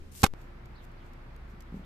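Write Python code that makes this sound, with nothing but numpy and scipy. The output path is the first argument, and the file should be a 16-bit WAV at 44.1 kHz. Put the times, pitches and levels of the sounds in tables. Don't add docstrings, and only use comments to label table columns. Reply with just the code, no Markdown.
import sys
import numpy as np
from scipy import signal
from scipy.fft import rfft, irfft
from scipy.io import wavfile

SR = 44100
rng = np.random.default_rng(int(sys.argv[2]) if len(sys.argv) > 2 else 0)


def digitize_waveform(pressure):
    field = np.atleast_2d(pressure).T
    bounded = np.clip(field, -1, 1)
    quanta = np.round(bounded * 32767).astype(np.int16)
    wavfile.write(sys.argv[1], SR, quanta)


N = 81585
TIME, FREQ = np.arange(N) / SR, np.fft.rfftfreq(N, 1 / SR)
LAWN_S = .3378

# (t/s, splat level/dB, rise/s, fall/s, air pulse level/dB)
LUMPS = [(0.2324, -20, .0006, 0.005, -25), (0.2408, -15.5, 0.0039, 0.0029, -11.5),
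         (0.2443, -21, 0.00097, .0016, -25.5), (0.2539, -32, .0008, .005, -34),
         (0.2649, -27.5, .0013, .0028, -46), (0.2745, -64.5, 0.0021, .008, -54.5)]
# (f/Hz, relative level/dB, T60/s, left minus right/dB)
TUB_MODES = [(205, -4, 0.034, -0.5), (423.6, -14, 0.064, 1), (524, -7.5, 0.05, 0.5),
             (804.4, 3.5, 0.021, -6), (1144, -7.5, 0.045, 0), (1344.5, -7.5, 0.04, -6),
             (1556, -6, 0.039, 6.5), (2164, -8.5, 0.049, -1.5), (2515, -12, 0.037, 6.5),
             (3135, -21, 0.038, 3), (3620, -22, 0.059, -11), (3733, -15, 0.041, 1),
             (4410, -17.5, 0.018, -5.5), (8200, -12, .02, 5.5)]
# (f/Hz, relative level/dB)
SPLAT_SPECTRUM = [(60, -11.5), (300, 5), (540, -1), (660, -12), (800, 4), (970, 1), (1150, 1), (1900, -5),
                  (4000, -7.5), (7800, -9.5), (9300, -17.5), (10500, -12), (13900, -14), (15000, -37.5)]
# (f/Hz, left minus right/dB)
SPLAT_BALANCE = [(300, 1), (3000, -6.5), (8000, -0.5), (14000, -1)]
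# (t/s, level/dB)
PEEL_ENVELOPE = [(0.112, -80), (0.118, -59), (0.143, -58), (0.152, -52), (0.18, -50), (0.223, -48),
                 (0.23, -64.5)]
# (f/Hz, relative level/dB)
PEEL_SPECTRUM = [(500, -29), (1000, -13.5), (2050, -7.5), (3420, -4), (7660, 1), (13800, -1), (15000, -18)]
# (t/s, level/dB, fall/s)
TAPS = [(0.1519, -42.5, 0.00056), (0.2192, -35, .0004), (0.2226, -36.5, 0.00062), (0.4158, -59, 0.00095),
        (0.657, -55, 0.0028), (0.8425, -60, .0015), (0.850, -59, 0.003), (0.917, -66, .002),
        (1.134, -58.5, 0.0033), (1.364, -54.5, .001), (1.606, -51.5, 0.0043), (1.6227, -57, 0.0024)]
# (f/Hz, relative level/dB)
HAND_SPECTRUM = [(300, -11), (2000, -5), (4500, -4.5), (7300, -2), (9500, -10), (13800, -3.5), (15000, -21)]
# (t/s, level/dB, rise and fall/s)
RUSTLES = [(0.415, -68, 0.042), (0.84, -67, 0.016), (1.064, -72, .025), (1.508, -71.5, 0.027),
           (1.77, -69, .035)]
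# (t/s, level/dB, rise/s)
BUMPS = [(1.539, -47, 0.0037), (1.726, -40.5, 0.0027), (1.744, -33, 0.0028), (1.769, -37, 0.0037),
         (1.796, -42.5, 0.0024)]
# (f/Hz, relative level/dB, T60/s)
GROUND_MODES = [(186, 2, 0.078), (256, -9.5, 0.073), (412, -15, 0.083), (542, -23.5, 0.13)]
# (t/s, duration/s, start f/Hz, end f/Hz, mid-chirp bend/Hz, level/dB)
CHIRPS = [(0.745, .03, 3710, 4710, 100, -66.5), (0.76, 0.062, 4020, 3210, -150, -68),
          (0.965, 0.022, 4640, 4540, 33, -75), (0.982, .06, 3580, 2960, 3.5, -71.5),
          (1.66, .04, 3175, 3470, 0, -77), (1.826, 0.0372, 3260, 4090, -2, -69)]
# (order, level/dB)
ENGINE_ORDERS = [(1, -49.5), (4, -64), (8, -68), (12, -66.5)]
# (t/s, level/dB)
ENGINE_THROB = [(0.35, -57), (0.75, -49.5), (1.0, -67.5), (1.2, -60), (1.35, -49), (1.6, -49.5),
                (1.85, -51)]
# (f/Hz, relative level/dB)
TUB_AIR_SPECTRUM = [(20, 0.5), (60, -4.5), (110, -12), (220, -14), (400, -17.5), (600, -26), (2000, -32.5),
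                    (5000, -41), (10000, -47.5), (13800, -49.5), (15000, -56)]
# (f/Hz, relative level/dB)
LAWN_AIR_SPECTRUM = [(20, -7), (60, -2), (130, -2), (230, -9.5), (400, -14), (700, -15.5), (1300, -16.5),
                     (2200, -21.5), (3000, -29.5), (4500, -34.5), (6500, -44), (9500, -48.5),
                     (13800, -45.5), (15000, -62)]
# (f/Hz, correlation)
AIR_CORRELATION = [(60, 0.76), (130, 0.99), (290, 0.61), (640, 0), (15000, 0)]


def amp(db):
    return 10 ** (np.asarray(db) / 20)


def unit(x):
    return x / np.sqrt(np.mean(x ** 2) + 1e-20)


def over_frequency(points):
    hz, value = np.transpose(points)
    return np.interp(np.log(FREQ + 1), np.log(hz + 1), value)


def pan(db):
    return amp(np.array([[db], [-db]]) / 2)


def ramp(start, length):
    return np.clip((TIME - start) / length, 0, 1)


def swell(peak_s, rise, fall):
    t = TIME - peak_s
    return np.exp(-np.maximum(-t / rise, t / fall))


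def noise(spectrum, correlation=0, grain_db=0):
    white = rng.standard_normal((2, N))
    grain = amp(grain_db * np.minimum(rng.exponential(1, (2, N)), 5))
    left, independent = rfft(white * grain)
    right = correlation * left + np.sqrt(1 - correlation ** 2) * independent
    return unit(irfft(np.array([left, right]) * amp(over_frequency(spectrum)), N))


def drift(rate_hz):
    lowpass = np.exp(-(FREQ / rate_hz) ** 2) * (FREQ > 0)
    return unit(irfft(rfft(rng.standard_normal(N)) * lowpass, N))


def mode(t, hz, t60, rise, phase=0):
    return swell(t, rise, t60 / np.log(1000)) * np.sin(2 * np.pi * hz * (TIME - t) + phase)


def landing():
    pulse_s, ring_s, ring_db = .0011, .2418, -14.5
    balance = pan(over_frequency(SPLAT_BALANCE))[:, 0]
    wet = noise(SPLAT_SPECTRUM, correlation=.35, grain_db=2.5)
    wet = irfft(rfft(wet) * balance, N)
    thud = np.zeros((2, N))
    for t, splat_db, rise, fall, pulse_db in LUMPS:
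        thud += amp(splat_db) * swell(t, rise, fall) * wet
        u = (TIME - t) / pulse_s
        thud -= amp(pulse_db) * u * np.exp(1 - abs(u))
    for hz, db, t60, pan_db in TUB_MODES:
        spread = min(hz / 600, np.pi)
        phase = np.pi + spread * (rng.uniform(-.88, 1) + np.array([[.2], [-.2]]))
        thud += amp(ring_db + db) * pan(pan_db) * mode(ring_s, hz, t60, rise=.0028, phase=phase)
    return thud * ramp(start=.2318, length=.0012)


def peeling():
    level_db = np.interp(TIME, *np.transpose(PEEL_ENVELOPE), left=-150, right=-150)
    return amp(level_db) * noise(PEEL_SPECTRUM, grain_db=4.5) * pan(db=3)


def handling():
    taps = sum(amp(db) * swell(t, rise=.00029, fall=fall) for t, db, fall in TAPS)
    rustles = sum(amp(db) * swell(t, rise=tau, fall=tau) for t, db, tau in RUSTLES)
    return taps * noise(HAND_SPECTRUM) + rustles * noise(HAND_SPECTRUM, grain_db=2.5)


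def shifting():
    return sum(amp(db + mode_db) * mode(t, hz, t60, rise)
               for t, db, rise in BUMPS for hz, mode_db, t60 in GROUND_MODES)


def bird():
    echo_db, echo_decay_s = 6, .022
    warble_hz = 328.6 * drift(rate_hz=303)
    song = np.zeros(N)
    for t, length, start_hz, end_hz, bend_hz, db in CHIRPS:
        progress = ramp(t, length)
        arch = np.sin(np.pi * progress)
        hz = start_hz + (end_hz - start_hz) * progress + bend_hz * arch + warble_hz
        song += amp(db) * arch * np.sin(2 * np.pi * np.cumsum(hz) / SR)
    trees = rng.standard_normal((2, N)) * np.exp(-TIME / echo_decay_s)
    echoes = signal.fftconvolve(song[None], unit(trees) / np.sqrt(N), axes=1)[:, :N]
    return song + amp(echo_db) * echoes


def engine():
    rotation_hz = 29.1 * (1 + .0051 * drift(rate_hz=2.7))
    turns = np.cumsum(rotation_hz) / SR
    throb_db = np.interp(TIME, *np.transpose(ENGINE_THROB))
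    hum = np.zeros(N)
    for order, db in ENGINE_ORDERS + [(2, throb_db)]:
        rms = amp(db + drift(rate_hz=3.9))
        hum += np.sqrt(2) * rms * np.sin(2 * np.pi * (order * turns + rng.random()))
    return hum


def click():
    return amp(-43) * pan(db=20) * swell(LAWN_S, rise=.0018, fall=1 / SR)


def tub_ambience():
    hum_hz = 80.3
    air = amp(-48.5) * noise(TUB_AIR_SPECTRUM, over_frequency(AIR_CORRELATION))
    hum = amp(-51) * np.sin(2 * np.pi * hum_hz * TIME)
    fade = amp(-5 * ramp(start=.2542, length=.03))
    offset = np.sin(np.pi / 2 * ramp(start=.266, length=.019)) ** 2
    return (air + hum) * fade + amp(-39.5) * pan(db=11) * offset


def lawn_ambience():
    level_db = -51.5 + .17 * drift(rate_hz=4.2)
    return amp(level_db) * noise(LAWN_AIR_SPECTRUM, over_frequency(AIR_CORRELATION)) * pan(db=-.5)


def scene():
    events = landing() + peeling() + handling() + shifting() + bird() + click()
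    return events + np.where(TIME < LAWN_S, tub_ambience(), lawn_ambience() + engine())


def record(dry):
    lowpass = signal.firwin(401, cutoff=14850, window=("kaiser", 9), fs=SR)
    return signal.oaconvolve(np.clip(dry, -1, 1), lowpass[None], "same")


dry = scene()
out = record(dry)
digitize_waveform(out)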